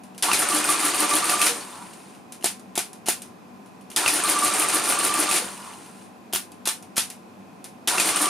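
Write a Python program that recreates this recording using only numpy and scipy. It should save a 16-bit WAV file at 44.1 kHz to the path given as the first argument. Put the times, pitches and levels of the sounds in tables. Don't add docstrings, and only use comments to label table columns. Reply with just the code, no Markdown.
import sys
import numpy as np
from scipy import signal
from scipy.fft import rfft, irfft, next_fast_len
from scipy.io import wavfile
from scipy.ndimage import uniform_filter1d

SR = 44100
rng = np.random.default_rng(int(sys.argv[2]) if len(sys.argv) > 2 else 0)


def dump(signal):
    limited = np.clip(np.atleast_2d(signal).T, -1, 1)
    pcm = np.round(limited * 32767).astype(np.int16)
    wavfile.write(sys.argv[1], SR, pcm)


N = 365587



def gain_of(db):
    return 10 ** (np.asarray(db) / 20)


def evened(x):
    return x / np.sqrt(np.mean(x ** 2) + 1e-20)


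def read(points, hz):
    f, value = np.transpose(points)
    return np.interp(np.log(hz + 1), np.log(f + 1), value)


def bumps(hz, modes):
    return sum(lift / (1 + (2 * (hz - f) / width) ** 2) for f, width, lift in modes)


def add(mix, s, sound):
    part = mix[round(s * SR):][:len(sound)]
    part += sound[:len(part)]


def fade_in(t, rise_s):
    return np.minimum(t / rise_s, 1)


def decay(peak_db, t, t60):
    return gain_of(peak_db - 60 * t / t60)


def coloured(x, points, modes):
    hz = np.abs(np.fft.fftfreq(8192, 1 / SR))
    db = read(points, hz) + bumps(hz, modes)
    log_gain = np.log(gain_of(np.maximum(db - db.max(), -100)))
    minimum_phase = np.exp(np.conj(signal.hilbert(log_gain)))
    taps = np.fft.ifft(minimum_phase).real[:4096]
    return signal.oaconvolve(x, taps / np.linalg.norm(taps))[:N]


def ring(x, modes):
    return sum(gain_of(db) * signal.lfilter(*signal.iirpeak(hz, hz / width, SR), x) for hz, width, db in modes)


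def resonate(x, hz, width):
    turn = np.exp(2j * np.pi * np.cumsum(hz) / SR)
    r = np.exp(-np.pi * width / SR)
    return 2 * (turn * signal.lfilter([1 - r], [1, -r], x / turn)).real


def grit(count, per_s, spread_db, smooth):
    chance, size, sign = rng.random((3, count))
    sizes = gain_of(spread_db * np.minimum(-np.log(size + 1e-9), 4))
    contacts = sizes * (chance < per_s / SR) * np.sign(sign - .5)
    return evened(evened(contacts) + smooth * rng.standard_normal(count))


# (frequency [Hz], level [dB per Hz])
AIR_SPECTRUM = [(15, -74), (25, -43), (130, -13), (200, -3), (575, -13), (754, -10.5), (1400, -20),
                (2480, -29), (10100, -37), (14400, -42), (16000, -69)]
# (frequency [Hz], width [Hz], lift [dB])
AIR_HUMS = [(98.6, 12, 11), (192.3, 14, 7), (242.8, 6.9, 8), (746, 23, 7), (1030, 54, 8.5),
            (2520, 330, 8.5)]
# (frequency [Hz], left-right likeness [-1 to 1])
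AIR_LIKENESS = [(60, 0.36), (240, 0.77), (950, 0.041), (3770, 0.37), (15000, 0.6)]
AIR_DB = -45.5


def air():
    hz = np.fft.rfftfreq(N, 1 / SR)
    left, other = rfft(rng.standard_normal((2, N)))
    same = np.clip(read(AIR_LIKENESS, hz), -1, 1)
    both = np.array([left, same * left + np.sqrt(1 - same ** 2) * other])
    spectrum = gain_of(read(AIR_SPECTRUM, hz) + bumps(hz, AIR_HUMS))
    return gain_of(AIR_DB) * evened(irfft(both * spectrum, N))


# (time [s], treble level [dB], knock level over the treble [dB])
CLICKS = [(.035, -36, -12), (.1472, -41, -1), (.179, -24.5, -11), (1.9335, -34, -3), (2.149, -42, 1),
          (2.3218, -24.5, -14), (2.41, -38, -3), (2.4254, -33, 5), (3.059, -24, -7), (3.0755, -16, -10),
          (3.66, -42, -8), (3.81, -42, -8), (3.901, -27.5, -18), (3.9154, -28.5, -4), (3.935, -36, -5),
          (5.7353, -33.5, -2), (5.8603, -34, -8), (6.3594, -13.5, -2), (6.959, -26, -17),
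          (7.642, -24.5, -16)]
# (case thud [dB], shiver [dB])
CLICK_BODY = (-20, -10)
CLICK_KNOCK_HZ = 2900


def clicks():
    return [(s, db, knock_db, CLICK_KNOCK_HZ, *CLICK_BODY) for s, db, knock_db in CLICKS]


# (motor key time [s], clutch bite time [s], clutch level [dB], halt level [dB])
MOTOR_RUNS = [(0.2242, 0.332, -2.5, -3), (3.9618, 4.0779, -1.5, -7), (7.874, 7.9983, -3, -6)]
# (time from the key cue [s], treble level [dB], knock over the treble [dB],
# knock pitch [Hz], case thud over the treble [dB], shiver over the treble [dB])
MOTOR_KEY_BLOWS = [(0, -6, -10, 3500, -24.5, -8), (.009, -15.5, 2.5, 3290, -22, -1)]


def motor_key():
    return [(run[0] + s, *rest) for run in MOTOR_RUNS for s, *rest in MOTOR_KEY_BLOWS]


# (pawl tick time [s], tick level [dB], stop level [dB], boom level [dB])
SHAFT_TURNS = [
    [(.4873, -11, -7.5, -33), (.6424, -10.5, -7, -26.5), (.7916, -16.5, -7, -34), (.9443, -11, -8, -32.5),
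     (1.0934, -10, -8, -31), (1.2426, -11.5, -6, -30.5), (1.3932, -12.5, -12.5, -40)],
    [(4.2373, -10.5, -11, -33), (4.3874, -11, -4, -34), (4.5376, -10.5, -7, -30.5),
     (4.6862, -12.5, -7, -36.5), (4.8379, -14.5, -7.5, -34.5), (4.9886, -13, -8, -33.5),
     (5.1392, -10.5, -7, -36), (5.2899, -15.5, -10, -29.5)],
    [(8.1595, -11, -18, -38), (8.31, -11, -9, -30)],
]
TURN_S = .15
# (time [s], gear rattle level [dB], motor whirr level [dB],
# case drumming level [dB], whirr centre [Hz])
SPIN_UP_CURVE = [(.004, -25.5, -31.5, -35, 600), (0.081, -26, -19, -39, 1150), (.13, -24, -31, -39, 1150),
                 (.3, -22.5, -26.5, -38, 1150)]
# (time [s], rattle level [dB], whirr level [dB], drumming level [dB], whirr centre [Hz])
RUN_DOWN_CURVE = [(-.05, -23, -27, -39.5, 1090), (.075, -23, -41, -39.5, 1100), (.2, -36, -36.5, -38, 1050),
                  (.28, -41, -38.5, -55, 1020), (.38, -42.5, -34.5, -55, 980), (.47, -45.5, -42, -65, 930),
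                  (.77, -54, -56, -65, 800), (.91, -80, -62, -62, 800)]


def motion(column, rest):
    rows = []
    for run, turns in zip(MOTOR_RUNS, SHAFT_TURNS):
        start, last_tick = run[0], turns[-1][0]
        rows += [(start, rest), (last_tick + RUN_DOWN_CURVE[-1][0] + .01, rest)]
        rows += [(start + r[0], r[column]) for r in SPIN_UP_CURVE]
        rows += [(last_tick + r[0], r[column]) for r in RUN_DOWN_CURVE]
    return np.interp(np.arange(N) / SR, *np.transpose(sorted(rows)))


def curve(column):
    return gain_of(motion(column, -120))


# (turn [0-1], rattle level [dB], drumming level [dB], spring jingle level [dB])
TURN_LOAD = [(0, -4.5, -17, -6), (.08, 0, 6.5, 4.5), (.18, -4, 4, 1), (.28, -1, -6, 1), (.34, -0.5, 8, 7),
             (.42, 0, 3.5, 8.5), (.52, 1.5, 2.5, 6.5), (.65, -1, -2.5, 3.5), (.74, -2.5, 10, 2),
             (.82, -2.5, -4, -15.5), (.96, -4, -6, -5.5)]


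def load(column, idle_db):
    t, level_db, rows = np.arange(N) / SR, np.full(N, idle_db), np.array(TURN_LOAD)
    for turns in SHAFT_TURNS:
        s = np.array(turns)[:, 0]
        s = np.r_[s[0] - TURN_S, s, s[-1] + TURN_S]
        turning = (t > s[0]) & (t < s[-1])
        angle = np.interp(t, s, np.arange(len(s)))[turning]
        level_db[turning] = np.interp(angle, rows[:, 0], rows[:, column], period=1)
    return gain_of(level_db)


# (frequency [Hz], level [dB per Hz])
RATTLE_SPECTRUM = [(88, -66.5), (150, -16), (254, -19), (303, -3), (494, -13), (730, -7), (1040, -11),
                   (1170, -7), (1340, -9), (5360, -13.5), (9260, -11.5), (14800, -35.5), (16000, -43)]
# (frequency [Hz], width [Hz], lift [dB])
FRAME_MODES = [(589, 22, 8), (746, 33, 6.5), (996, 20, -2.5), (1520, 29, 2), (2483, 200, 2.5),
               (9280, 930, 3), (10300, 120, 4)]
# (frequency [Hz], width [Hz], level [dB])
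SPRING_MODES = [(8870, 320, -5.5), (9410, 390, 2), (10230, 710, -3)]
# (frequency [Hz], width [Hz], level [dB])
CASE_MODES = [(300.8, 33, 3), (376, 60, 5), (545, 140, -7), (700, 108, 6)]


def gears():
    clumps = gain_of(1.2 * evened(uniform_filter1d(rng.standard_normal(N), 250)))
    contacts = grit(N, 6000, 2.4, 0.74) * clumps
    rattle = coloured(contacts * curve(1) * load(1, -0.89), RATTLE_SPECTRUM, FRAME_MODES)
    jingle = evened(ring(grit(N, 900, 1.8, 0.55), SPRING_MODES)) * curve(1) * load(3, 1.2)
    centre_hz = motion(4, 600)
    whirr = resonate(grit(N, 400, 2.2, 0.99), centre_hz, 570)
    whirr = evened(resonate(whirr, centre_hz, 407)) * curve(2)
    body_modes = CASE_MODES[:3] + [(111, 100, -5.5)]
    drumming = evened(ring(rng.standard_normal(N), body_modes)) * curve(3) * load(2, -.5)
    return gain_of(-2.5) * rattle + gain_of(-9.5) * jingle + gain_of(-8.5) * whirr + gain_of(-8.0) * drumming


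def clanks():
    t, out = np.arange(700) / SR, np.zeros(N)
    for hz in np.exp(rng.uniform(np.log(1400), np.log(6500), 24)):
        sizes = gain_of(4.1 * np.minimum(rng.exponential(1, N), 4))
        knocks = sizes * (rng.random(N) < 14 / SR)
        out += signal.oaconvolve(knocks, decay(0, t, .014) * np.sin(2 * np.pi * hz * t))[:N]
    return gain_of(-12.0) * evened(out) * curve(1) * load(1, -0.5)


# (time [s], level [dB])
WHINE_THROBS = [(.291, -23), (.5122, -19.5), (0.6878, -15.5), (.7414, -17), (.827, -19.5), (1.0341, -20),
                (1.111, -15.5), (1.2252, -20), (1.282, -20), (1.3353, -17), (1.3995, -16), (4.0544, -21),
                (4.2418, -18), (4.3626, -16), (4.4212, -13.5), (4.4796, -19), (4.6325, -19), (4.7323, -18),
                (4.8798, -20), (4.9224, -21), (4.9717, -17.5), (5.0448, -21), (5.0924, -19.5),
                (5.1481, -19), (5.2827, -19), (8.1485, -20), (8.2242, -17.5), (8.2661, -17.5)]
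WHINE_HZ, WHINE_SPREAD = 1182.3, 0.0053
FAINT_PITCHES = (1148, 1180, 1188, 1192, 1255)
FAINT_GAP_S, FAINT_DB = .05, -24


def whine():
    t, out = np.arange(3000) / SR, np.zeros(N)
    rows = [(s, db, WHINE_HZ) for s, db in WHINE_THROBS]
    for turns in SHAFT_TURNS:
        slots = np.arange(turns[0][0] - FAINT_GAP_S, turns[-1][0], FAINT_GAP_S)
        rows += [(s + FAINT_GAP_S * rng.random(), FAINT_DB, rng.choice(FAINT_PITCHES)) for s in slots]
    for s, peak_db, hz in rows:
        drift = .006 * evened(uniform_filter1d(rng.standard_normal(len(t)), 200))
        wobble = 1 + WHINE_SPREAD * rng.standard_normal() + drift
        tone = np.sin(2 * np.pi * np.cumsum(hz * wobble) / SR)
        add(out, s, decay(peak_db, t, 0.14) * fade_in(t, 0.0038) * tone)
    return gain_of(-1.5) * out


# (time from the bite [s], treble level over the run's clutch level [dB],
# knock over the treble [dB], knock pitch [Hz], case thud over the treble [dB], shiver over the treble [dB])
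CLUTCH_BLOWS = [(-.017, -10.5, -2.5, 2700, -23, -14), (0, 0, -13.5, 2480, -24, -13)]
# (time from the last pawl tick [s], treble level over the run's halt level [dB],
# knock over the treble [dB], knock pitch [Hz], case thud over the treble [dB], shiver over the treble [dB])
HALT_BLOWS = [(.022, 0, -11, 2560, -28, -11), (.071, -3, -18, 2430, -38, -8)]


def clutch():
    rows = []
    for (_, bite, bite_db, halt_db), turns in zip(MOTOR_RUNS, SHAFT_TURNS):
        rows += [(bite + s, bite_db + db, *rest) for s, db, *rest in CLUTCH_BLOWS]
        rows += [(turns[-1][0] + s, halt_db + db, *rest) for s, db, *rest in HALT_BLOWS]
    return rows


# (time [s], treble level [dB], knock pitch [Hz])
RACK_SLAMS = [(0.344, -11, 2260), (.577, -13, 3340), (.6902, -12, 3650), (1.1094, -11, 2450),
              (1.1368, -10, 3780), (1.166, -9, 3400), (1.296, -7.5, 2660), (1.4272, -7.5, 3170),
              (8.0895, -8.5, 2060)]
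# (knock [dB], case thud [dB], shiver [dB])
RACK_BODY = (-14, -21.5, -15)


def racks():
    return [(s, db, RACK_BODY[0], hz, *RACK_BODY[1:]) for s, db, hz in RACK_SLAMS]


STOP_LAG_S = .061


def stops():
    t, u, hits = np.arange(60) / SR, np.arange(5000) / SR, np.zeros(N)
    begins = [[run[1], *np.array(turns)[:-1, 0]] for run, turns in zip(MOTOR_RUNS, SHAFT_TURNS)]
    snap = (t / 0.00016) * np.exp(1 - t / 0.00018) * np.sin(2 * np.pi * 10800 * t)
    boom = fade_in(u, 0.0069) * np.sin(2 * np.pi * CASE_MODES[0][0] * u)
    for s, (_, _, peak_db, boom_db) in zip(np.concatenate(begins) + STOP_LAG_S, sum(map(list, SHAFT_TURNS), [])):
        add(hits, s, gain_of(peak_db) * snap)
        add(hits, s - .012, decay(boom_db + 4.5, u, 0.22) * boom)
    return hits


def pawl():
    t, hits = np.arange(900) / SR, np.zeros(N)
    for s, peak_db, *_ in sum(map(list, SHAFT_TURNS), []):
        add(hits, s, decay(peak_db, t, 0.028) * rng.standard_normal(len(t)))
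    return gain_of(8.0) * ring(hits, [(9010, 266, 4.5), (2600, 390, -8.5)])


# (time [s], level [dB], pitch [Hz])
END_THUDS = [(1.488, -28.5, 475), (5.417, -32.5, 507)]


def end_thuds():
    t, out = np.arange(5000) / SR, np.zeros(N)
    for s, peak_db, hz in END_THUDS:
        add(out, s, decay(peak_db, t, .2) * fade_in(t, 0.0045) * np.sin(2 * np.pi * hz * t))
    return out


# (latch time [s], latch level [dB], bottom time [s], bottom level [dB], rebound level [dB],
# let-go time [s], let-go level [dB], knock pitch [Hz], knock over the treble [dB],
# case thud over the treble [dB], stem ring level [dB])
KEY_PRESSES = [(2.4344, -26, 2.4426, -6, -7, 2.5955, -34.5, 4400, -11, -11.5, -30),
               (2.7541, -17, 2.7765, -7, -13, 2.9312, -28.5, 3500, -11, -10, -27),
               (3.0634, -20, 3.085, -4.5, -11, 3.2189, -22, 2840, -9, -11.5, -17),
               (6.3265, -20, 6.3341, -11, -8.5, 6.518, -33, 3200, -3, -14, -13),
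               (6.6547, -14.5, 6.6735, -6, -10.5, 6.825, -31, 3580, -4.5, -21, -24),
               (6.9661, -11, 6.979, -4, -12, 7.1007, -20.5, 3350, -6, -26, -28)]
# (knock offset [dB], case thud offset [dB], shiver over the treble [dB])
LATCH_BODY = (-3, -14, -5)
BOTTOM_BODY = (0, 0, -10)
REBOUND_BODY = (-2, -5, -11.5)
# (knock [dB], case thud [dB], shiver [dB])
LET_GO_BODY = (-17, -23, -12.5)
REBOUND_S = .0146


def digit_keys():
    rows = []
    for latch, latch_db, bottom, bottom_db, rebound_db, up, up_db, hz, knock_db, thud_db, _ in KEY_PRESSES:
        parts = ((latch, latch_db, LATCH_BODY), (bottom, bottom_db, BOTTOM_BODY),
                 (bottom + REBOUND_S, rebound_db, REBOUND_BODY))
        for s, db, body in parts:
            rows.append((s, db, knock_db + body[0], hz, thud_db + body[1], body[2]))
        rows.append((up, up_db, LET_GO_BODY[0], hz, *LET_GO_BODY[1:]))
    return rows


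# (frequency [Hz], width [Hz], level [dB])
STEM_MODES = [(13600, 900, 0)]


def stems():
    t, out = np.arange(SR // 8) / SR, np.zeros(N)
    for press in KEY_PRESSES:
        add(out, press[2], decay(press[-1], t, .15) * rng.standard_normal(len(t)))
    return ring(out, STEM_MODES)


# (frequency [Hz], level [dB per Hz])
BLOW_SPECTRUM = [(530, -33.5), (900, -5.5), (979, -15.5), (1150, -7.5), (3040, -7), (3340, -7),
                 (7770, -7.5), (10100, -4.5), (13700, -17.5), (15400, -32), (16000, -46)]


def blows(rows, crack_t60, knock_t60, shiver_t60, trim_db):
    t = np.arange(SR // 3) / SR
    rise, push = fade_in(t, 0.0007), np.hanning(40)
    crack, knock, thud, shiver = np.zeros((4, N))
    for s, peak_db, knock_db, knock_hz, thud_db, shiver_db in rows:
        crack_noise, knock_noise = rng.standard_normal((2, len(t)))
        levers = grit(len(t), 3000, 2.9, 0.88)
        pitched = np.sin(2 * np.pi * knock_hz * t) + .9 * knock_noise
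        add(crack, s, decay(peak_db, t, crack_t60) * rise * crack_noise)
        add(knock, s, decay(peak_db + knock_db, t, knock_t60) * rise * pitched)
        add(thud, s, gain_of(peak_db + thud_db) * push)
        add(shiver, s, decay(peak_db + shiver_db, t, shiver_t60) * fade_in(t, 0.0037) * levers)
    crack = signal.lfilter(*signal.butter(2, 5000, "high", fs=SR), crack)
    knock = signal.lfilter(*signal.butter(2, 5000, fs=SR), knock)
    treble = coloured(crack + shiver, BLOW_SPECTRUM, FRAME_MODES)
    return gain_of(trim_db) * (treble + gain_of(8.5) * knock + gain_of(14.0) * ring(thud, CASE_MODES[1:]))


def room(x):
    taps = np.zeros((2, SR // 2))
    grid = np.arange(60, SR // 2 - 20, 20)
    at = grid + rng.integers(0, 20, (2, len(grid)))
    np.put_along_axis(taps, at, rng.choice([-1., 1.], at.shape), 1)
    taps *= decay(0, np.arange(SR // 2) / SR, 0.17)
    return signal.fftconvolve(x[None], taps / np.linalg.norm(taps[0]), axes=1)[:, :N]


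def scene():
    key_blows = blows(clicks() + motor_key() + digit_keys(), 0.025, 0.008, 0.21, -6.0)
    drive_blows = blows(clutch() + racks(), 0.01, 0.024, 0.25, -4.0)
    running = gears() + clanks() + whine() + stops() + pawl() + end_thuds()
    machine = key_blows + drive_blows + running + stems()
    return gain_of(0.04) * machine + gain_of(-6.0) * room(machine) + air()


# (frequency [Hz], left minus right [dB])
STEREO_LEAN = [(60, -2.5), (180, 3.0), (550, 0), (1650, -1.0), (4970, 1.0), (15000, 0)]
EDGE_HZ = 15600


def record(dry):
    size = next_fast_len(N)
    lean = gain_of(np.outer([.5, -.5], read(STEREO_LEAN, np.fft.rfftfreq(size, 1 / SR))))
    heard = irfft(rfft(dry, size) * lean, size)[:, :N]
    heard = signal.lfilter(*signal.iirnotch(7870, 90, SR), heard)
    heard = signal.lfilter(*signal.butter(2, 75, "high", fs=SR), heard)
    heard = np.tanh(heard / .9) * .9
    band_limit = signal.firwin(255, EDGE_HZ, window=("kaiser", 9), fs=SR)
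    return signal.oaconvolve(heard, band_limit[None], "same")


dry = scene()
out = record(dry)
dump(out)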